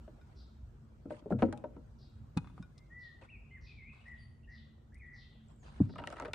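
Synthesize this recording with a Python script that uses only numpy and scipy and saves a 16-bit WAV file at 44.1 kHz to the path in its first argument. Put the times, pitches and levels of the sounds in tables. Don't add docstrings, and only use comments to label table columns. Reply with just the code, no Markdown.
import sys
import numpy as np
from scipy import signal
from scipy.io import wavfile
from scipy.ndimage import uniform_filter1d

SR = 44100
rng = np.random.default_rng(int(sys.argv[2]) if len(sys.argv) > 2 else 0)


def ratio(d):
    e = np.asarray(d, float) / 20
    return 10 ** e


def waveform_to_disk(signal):
    frames = np.transpose(np.atleast_2d(signal))
    scaled = np.clip(frames, -1, 1) * 32767
    samples = np.round(scaled).astype(np.int16)
    wavfile.write(sys.argv[1], SR, samples)


N = 279594

# pitch_hz, relative_level_db, time_to_fall_60_db_s
JAR_MODES = [(97, 0.5, 0.79), (127, 2.5, 0.64), (211, 4, 0.19), (236.7, 5, 0.2), (323, 1.5, 0.15),
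             (437, -2, 0.14), (474.6, -3, 0.15), (539, -3, 0.14), (599, 2.5, 0.12), (714, -4.5, 0.091),
             (828, -13.5, 0.16), (937, -0.5, 0.079), (1110, -9, 0.068), (1320, 1, 0.056),
             (1500, -2.5, 0.041), (1930, -3.5, 0.031), (2820, -6.5, 0.026), (3560, -6.5, 0.013),
             (3992, -20, 0.051)]


def evened(x):
    return x / np.sqrt(np.mean(x ** 2) + 1e-20)


def slow(size, smooth_s):
    window = np.hanning(round(smooth_s * SR))
    return evened(signal.oaconvolve(rng.standard_normal(size), window, "same"))


def read(points, hz):
    f, value = np.transpose(points)
    return np.interp(np.log(hz + 1), np.log(f + 1), value)


def add(mix, s, sound):
    part = mix[:, round(s * SR):][:, :sound.shape[1]]
    part += sound[:, :part.shape[1]]


def noise(spectrum, size, patchy_db, lo_hz, hi_hz):
    # pitch_hz, likeness_0_to_1
    likeness = [(60, 1), (180, 0.86), (550, 0.14), (1650, 0.0054), (4970, 0.029), (15000, 0.85)]
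    frames = 4 * N // size + 5
    hz = np.fft.rfftfreq(size, 1 / SR)
    a, b, c, d, patches = rng.standard_normal((frames, len(hz), 5)).T
    patches = uniform_filter1d(patches, size=5, axis=0)
    patches = evened(uniform_filter1d(patches, size=5, axis=1))
    same = np.clip(read(likeness, hz), -1, 1)[:, None]
    left = a + 1j * b
    right = same * left + np.sqrt(1 - same ** 2) * (c + 1j * d)
    z = np.array([left, right])
    z *= ratio(read(spectrum, hz)[:, None] + patchy_db * patches)
    power = (abs(z) ** 2).mean((0, 2))
    share = power[(hz >= lo_hz) & (hz <= hi_hz)].sum() / power.sum()
    sound = signal.istft(z, nperseg=size, noverlap=3 * size // 4)[1][:, :N]
    return evened(sound) / np.sqrt(share)


def rumble():
    # pitch_hz, relative_level_db_per_hz
    rumble_shape = [(12, -26), (20, -9.5), (27, -42.5), (48, 3), (102, -3), (141, -3), (190, -23),
                    (226, -10.5), (255, -21.5), (500, -41), (650, -33), (1100, -120)]
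    return ratio(-55) * noise(rumble_shape, size=4096, patchy_db=2.5, lo_hz=40, hi_hz=324)


def wash():
    # pitch_hz, relative_level_db_per_hz
    wash_shape = [(120, -38.5), (200, 6.5), (227, -10.5), (249, -19.5), (278, -6.5), (339, -9),
                  (607, -16.5), (1430, -21), (1880, -29.5), (8350, -40), (11800, -56), (13900, -43),
                  (15500, -80)]
    # time_s, level_db
    ebb = [(0, -70.5), (.75, -75), (2.5, -73.5), (4.3, -79), (6.34, -74.5)]
    level_db = np.interp(np.arange(N) / SR, *np.transpose(ebb))
    return ratio(level_db) * noise(wash_shape, size=1024, patchy_db=2.8, lo_hz=500, hi_hz=1700)


def hum():
    hum_hz, wander_hz, level_db, waver_db = 221.7, 1.25, -73.5, 5
    wander = np.cumsum(slow(N, 0.18)) / SR
    wave = np.sin(2 * np.pi * (hum_hz * np.arange(N) / SR + wander_hz * wander))
    return np.sqrt(2) * ratio(level_db + waver_db * slow(N, 0.29)) * wave


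def yard(x, direct_db, wet_db):
    # pitch_hz, time_to_fall_60_db_s
    echo_decay = [(200, 0.96), (1900, 0.67), (3000, 0.84), (5000, 0.4), (9000, 0.97)]
    taps = np.zeros((2, SR))
    at = np.arange(400, SR - 20, 20) + rng.integers(0, 20, (2, (SR - 401) // 20))
    np.put_along_axis(taps, at, rng.choice([-1., 1.], at.shape), 1)
    taps[1] = 0.4 * taps[0] + 0.91 * taps[1]
    hz, t, z = signal.stft(taps, SR, nperseg=256)
    tail = signal.istft(z * ratio(-60 * t / read(echo_decay, hz)[:, None]), SR, nperseg=256)[1]
    tail = tail / np.linalg.norm(tail[0])
    echoes = signal.fftconvolve(x, tail, axes=1)[:, :N]
    return ratio(direct_db) * x + ratio(wet_db) * echoes


def tone(hz, level_db, hoarse, second_db):
    hz = hz * (1 + .08 * hoarse * slow(len(hz), .008))
    turns = 2 * np.pi * np.cumsum(hz) / SR
    overtone = ratio(second_db - abs(hz - 4700) / 50) * np.sin(2 * turns)
    shake_db = 9 * hoarse * slow(len(hz), 0.0046)
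    soft_ends = signal.windows.tukey(len(hz), .2)
    return np.sqrt(2) * ratio(level_db + shake_db) * (np.sin(turns) + overtone) * soft_ends


def sparrows():
    # start_s, level_db, start_pitch_hz, end_pitch_hz
    chirps = [(0.35, -70, 5100, 3960), (1.976, -71.5, 5060, 3770), (2.982, -71, 5120, 3210),
              (3.604, -69.5, 5420, 3330), (3.926, -80.5, 4530, 3000), (4.134, -78, 3890, 2640),
              (4.49, -72, 5410, 2940), (5.125, -69.5, 5470, 2890), (5.297, -77.5, 4010, 2700),
              (5.622, -76.5, 4860, 3300), (5.874, -70, 4900, 3790)]
    shortest_s, fall_hz_per_s = 0.028, 22000
    warble_share, warble_hz = 0.17, 519
    out = np.zeros((2, N))
    for s, level_db, start_hz, end_hz in chirps:
        length = shortest_s + (start_hz - end_hz) / fall_hz_per_s
        u = np.arange(round(length * SR)) / (length * SR)
        swing = np.sin(2 * np.pi * (warble_hz * length * u + rng.random()))
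        warble = 1 + warble_share * swing + 0.017 * slow(len(u), .02)
        swell_db = 14 * np.sin(np.pi * u ** 1.18) - 8
        falling_hz = start_hz + (end_hz - start_hz) * u
        chirp = tone(falling_hz * warble, level_db + swell_db, hoarse=.3, second_db=-40)
        add(out, s, chirp[None])
    return yard(out * ratio([[.9], [-.9]]), direct_db=-6.5, wet_db=-1.5)


def columns(rows):
    s, value = np.transpose(rows)
    return s[0], np.interp(np.arange(s[0], s[-1], 1 / SR), s, value)


def songbird():
    # (time_s, pitch_hz)
    whistles = [ (-81.5, 0.25, [(2.75, 2066), (2.87, 2120)]), (-59.5, 0.041, [(2.895, 1807), (2.945, 1960),
                (2.99, 1976), (3.04, 1937), (3.125, 1762)]), (-74, 0.34, [(3.215, 3000), (3.255, 1860)]),
                (-64, 0.19, [(3.28, 1980), (3.305, 2750), (3.385, 2210)]), (-63, 0.14, [(3.505, 2108),
                (3.56, 2083), (3.59, 1560)]), (-68, 0.33, [(3.66, 2480), (3.7, 2490), (3.76, 2404)]),
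                (-64.5, 0.27, [(3.76, 2492), (3.83, 2066), (3.9, 2570), (3.96, 2564)]),
                (-79, 0.24, [(3.98, 2250), (4.02, 2910), (4.045, 2700)]), (-60.5, 0.27, [(4.05, 1860),
                (4.11, 1980), (4.17, 1872)]), (-78.5, 0.41, [(4.43, 2630), (4.465, 2820)]),
                (-66, 0.29, [(4.472, 1820), (4.53, 2010), (4.58, 1815)]), (-73.5, 0.48, [(4.92, 1700),
                (4.95, 1974), (4.985, 2490)]), (-62.5, 0.26, [(4.99, 2670), (5.03, 1948), (5.21, 1959)]), ]
    faint_notes = [(-78, 0.22, [(4.18, 4745), (4.27, 4534)]), (-100.5, 1, [(5.42, 9000), (5.5, 8000),
                   (5.58, 7800)]), (-84, 0.48, [(5.585, 7500), (5.62, 6570), (5.66, 6270)]),
                   (-84, 0.32, [(3.49, 2800), (3.52, 3010), (3.55, 3040)])]
    top, start_db, end_db = 0.6, -5, -14.5
    out = np.zeros((2, N))
    for peak_db, hoarse, pitch in whistles + faint_notes:
        s, hz = columns(pitch)
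        u = np.linspace(0, 1, len(hz))
        swelling_db = start_db * (1 - u / top) ** 2
        sinking_db = end_db * ((u - top) / (1 - top)) ** 2
        swell_db = np.where(u < top, swelling_db, sinking_db)
        note = tone(hz, peak_db + swell_db, np.clip(hoarse, 0, 1), second_db=-12.5)
        add(out, s, note[None])
    wall_s = 0.095
    echo = np.pad(out, ((0, 0), (round(wall_s * SR), 0)))[:, :N] * ratio([[-20.0], [-16.0]])
    return yard((out + echo) * ratio([[.7], [-.7]]), direct_db=5.0, wet_db=2.2)


def rustle():
    # start_s, length_s, level_db (before swell and fade)
    rubs = [(0.263, 0.13, -85), (1.095, 0.13, -69.5), (1.3, .04, -70), (1.385, 0.1, -69),
            (1.55, 0.049, -90), (2.56, 0.11, -81), (3.21, 0.065, -75), (3.902, 0.39, -79.5),
            (5.487, 0.062, -80.5), (5.617, 0.34, -74), (6.034, .28, -69)]
    # pitch_hz, relative_level_db_per_hz
    rub_shape = [(150, -20.5), (300, -7), (650, -1.5), (1200, -5), (2000, -10.5), (4500, -19.5),
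                 (6500, -27.5), (9000, -26), (11000, -38), (15000, -48)]
    rise, lift, fade_db = 0.078, 0.26, -5.5
    level = np.zeros((2, N))
    for s, length, level_db in rubs:
        u = np.linspace(0, 1, round(length * SR))
        ends = np.minimum(u / rise, 1) * np.minimum((1 - u) / lift, 1)
        add(level, s, (ratio(level_db + fade_db * u) * ends)[None])
    grains = ratio(1.5 * rng.exponential(1, N)) * (rng.random(N) < 600 / SR)
    fading_grains = signal.lfilter([1], [1, -np.exp(-1 / (.005 * SR))], grains)
    clumps = evened(1.5 + fading_grains)
    return level * clumps * noise(rub_shape, size=512, patchy_db=4.0, lo_hz=3000, hi_hz=9000)


def blows(events, modes, crack_db, dull_db, rise_s, under_db, crack_s, apart, dense_db, spot_db, pan_db,
          skid, size):
    main_hz, main_db, main_t60 = np.transpose(modes)
    t = np.arange(size) / SR
    out = np.zeros((2, N))
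    bright = signal.butter(2, [2500, 10500], "bandpass", fs=SR, output="sos")
    for s, peak_db, centre_hz, hard in events:
        hard = np.clip(hard, 0, 1)
        small_hz = np.exp(rng.uniform(np.log(250), np.log(1.355 * main_hz[-1]), size=56))
        hz = np.r_[main_hz, small_hz][:, None]
        db = np.r_[main_db, dense_db + np.interp(small_hz, main_hz, main_db)][:, None]
        t60 = np.r_[main_t60, .6 * np.interp(small_hz, main_hz, main_t60)][:, None]
        spot, lag = rng.standard_normal((2, len(hz), 1))
        octaves = np.log2(hz / centre_hz)
        loss_above = np.interp(hard, [0, 1], dull_db) * octaves
        db = db - np.where(octaves > 0, loss_above, -under_db * octaves)
        db = db + spot_db * spot * np.clip(np.log2(hz / 300), 0, 1)
        lag = apart * lag * np.sqrt(hz / 1000) * np.array([1, -1])[:, None, None]
        rise = (1 - np.exp(-t * hz / (500 * rise_s))) ** 2
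        waves = np.sin(2 * np.pi * hz * t + lag)
        ring = (ratio(db - 60 * t / t60) * rise * waves).sum(1)
        bounces = skid * rng.standard_normal(700) * (rng.random(700) < .03) * np.exp(-t[:700] / 0.0092)
        ring = signal.oaconvolve(ring, np.r_[1, bounces][None], axes=1)[:, :size]
        snap = signal.sosfilt(bright, rng.standard_normal((len(t), 3)).T)
        snap = (snap[0] + 1.8 * snap[1:]) * np.exp(-t / crack_s)
        snap_level = ratio(np.interp(hard ** 4, [0, 1], crack_db))
        blow = (ring / abs(ring).max() + snap_level * snap) * np.sqrt(1 - t / t[-1])
        add(out, s, ratio(peak_db + pan_db * np.array([[.5], [-.5]])) * blow)
    return out




def small_bowl_tings():
    # start_s, level_db, strongest_pitch_hz, hardness_0_to_1
    tings = [(.213, -58, 1455, 0.54), (2.626, -49.5, 1455, 1)]
    # pitch_hz, relative_level_db, time_to_fall_60_db_s
    small_bowl_modes = [(1140, -9, 0.053), (1455, -4.5, 0.14), (2400, -11, 0.093), (3720, -9.5, 0.057),
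                        (5120, -13.5, 0.064)]
    return blows(tings, small_bowl_modes, crack_db=(-40, -16), dull_db=(3, 3), rise_s=0.00069, under_db=7,
                 crack_s=0.003, apart=0.15, dense_db=-20, spot_db=.8, pan_db=3.0, skid=0.08, size=9000)


def clinks_and_ticks():
    # start_s, level_db, strongest_pitch_hz, hardness_0_to_1
    clinks = [(2.373, -27, 980, .9), (2.445, -47, 1030, 0.62), (2.472, -48.5, 1130, .75),
              (2.499, -52, 1080, 0.81), (2.545, -70, 3480, 0.042), (2.579, -43.5, 690, 0.21),
              (2.779, -53, 4530, 0.93), (4.944, -62.5, 8800, 0.97), (4.98, -67, 8800, .8)]
    # pitch_hz, relative_level_db, time_to_fall_60_db_s
    bowl_modes = [(616, -9, 0.049), (851, 0, 0.047), (972, -1, 0.046), (1180, 5, 0.022), (1455, -18, 0.13),
                  (2490, -2, 0.048), (2800, -9, 0.013), (3480, -7, 0.059), (4900, -13, 0.025),
                  (5650, -16, 0.025), (8800, -25, 0.034)]
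    return blows(clinks, bowl_modes, crack_db=(-55, -1.5), dull_db=(12, -.8), rise_s=0.00048,
                 under_db=28.0, crack_s=0.0037, apart=0.36, dense_db=-3.5, spot_db=2.5, pan_db=3.5,
                 skid=0.47, size=7000)


def table_thuds():
    # start_s, level_db, strongest_pitch_hz, hardness_0_to_1
    set_downs = [(2.367, -20, 177, 0.99), (2.463, -42.5, 128, 0.58), (2.597, -35, 173, .9),
                 (2.625, -48, 101.4, 0.38), (5.803, -14, 270, .02), (5.813, -18.5, 110, 0.77)]
    # pitch_hz, relative_level_db, time_to_fall_60_db_s
    table_modes = [(101.7, -0.5, 0.22), (129.1, 14.5, 0.07), (172, 19.5, 0.042), (265, -0.5, 0.07),
                   (276, 3, 0.039), (612, -21, 0.047), (674, -19, 0.035)]
    return blows(set_downs, table_modes, crack_db=(-75, -52), dull_db=(7.5, 2.8), rise_s=0.0016,
                 under_db=12.5, crack_s=0.0067, apart=0.15, dense_db=-15.5, spot_db=8.5, pan_db=0.5,
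                 skid=.05, size=11000)


def patter(count):
    # first_s, last_s, lowest_level_db
    patter_range = (5.95, 6.31, -54)
    first, last, lowest_db = patter_range
    when, big, pitch, hard = rng.random((count, 4)).T
    start_s = first + (last - first) * when ** .8
    return np.c_[start_s, lowest_db - 4 * np.log(big), 550 * 4.5 ** pitch, .35 + .35 * hard]


def scattered_seeds():
    # start_s, level_db, strongest_pitch_hz, hardness_0_to_1
    seeds = [(5.894, -44.5, 530, 0.31), (5.936, -48, 710, 0.57), (5.957, -37.5, 1170, 0.12),
             (5.984, -33.5, 1500, 0.046), (6.019, -41, 844, .15), (6.038, -35, 1320, 0.26),
             (6.073, -28.5, 1540, 0.89), (6.102, -40, 584, 0.93), (6.126, -33, 710, 0.8),
             (6.168, -40, 875, 0.65), (6.184, -40, 1310, 0.38), (6.199, -32.5, 940, 0.89),
             (6.222, -31, 650, 0.31), (6.249, -34.5, 890, 0.51), (6.255, -36, 676, 0.74),
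             (6.281, -36, 696, 0.22), (6.334, -26, 2550, 0.89)]
    return blows(np.r_[seeds, patter(count=40)], JAR_MODES, crack_db=(-28, -6), dull_db=(6.5, .3),
                 rise_s=0.0016, under_db=9.0, crack_s=0.0012, apart=0.28, dense_db=1.5, spot_db=2.0,
                 pan_db=1.2, skid=0.37, size=3200)


def carrot_slices():
    # start_s, level_db, strongest_pitch_hz, hardness_0_to_1
    slices = [(0.078, -42, 323, 0.69), (1.056, -34.5, 329, 0), (1.106, -31.5, 556, 0.2),
              (1.223, -47, 253, 0.66), (1.259, -33.5, 390, 0.1), (1.306, -25, 550, 0.03),
              (1.312, -23.5, 397, 0), (1.323, -20, 205, 0.43), (1.389, -36, 390, 0.4),
              (1.422, -17.5, 590, 0.7), (1.426, -14.5, 284, .6), (1.486, -28.5, 304, 0.43),
              (1.526, -33.5, 312, 0.95), (1.575, -50, 2580, 1), (1.64, -30, 600, 0.47),
              (1.765, -38.5, 248, 0.56), (3.219, -49, 571, 0.5)]
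    return blows(slices, JAR_MODES, crack_db=(-54, -12), dull_db=(14.5, -.7), rise_s=0.00095, under_db=7,
                 crack_s=0.0033, apart=0.29, dense_db=-3, spot_db=4.5, pan_db=2.0, skid=0.22, size=11000)


def muffle(near):
    # pitch_hz, level_change_db
    mic_response = [(20, 0), (9500, 0), (10800, -12), (12000, -14), (14000, -10), (16000, -18)]
    hz = np.linspace(0, SR / 2, 257)
    taps = signal.firwin2(255, hz, ratio(read(mic_response, hz)), fs=SR)
    return signal.oaconvolve(near, taps[None], "same")


def scene():
    background = rumble() + wash() + hum()
    birds = sparrows() + songbird()
    bowls_and_table = small_bowl_tings() + clinks_and_ticks() + table_thuds()
    near = rustle() + bowls_and_table + scattered_seeds() + carrot_slices()
    return background + birds + yard(muffle(near), direct_db=-0.5, wet_db=-18.5)


def roll_off(x):
    return signal.sosfilt(signal.butter(12, 15960, fs=SR, output="sos"), x)


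def record(dry):
    bass_cut = signal.butter(2, 30, "highpass", fs=SR, output="sos")
    mix = signal.sosfilt(bass_cut, dry)
    return roll_off(mix)


dry = scene()
out = record(dry)
waveform_to_disk(out)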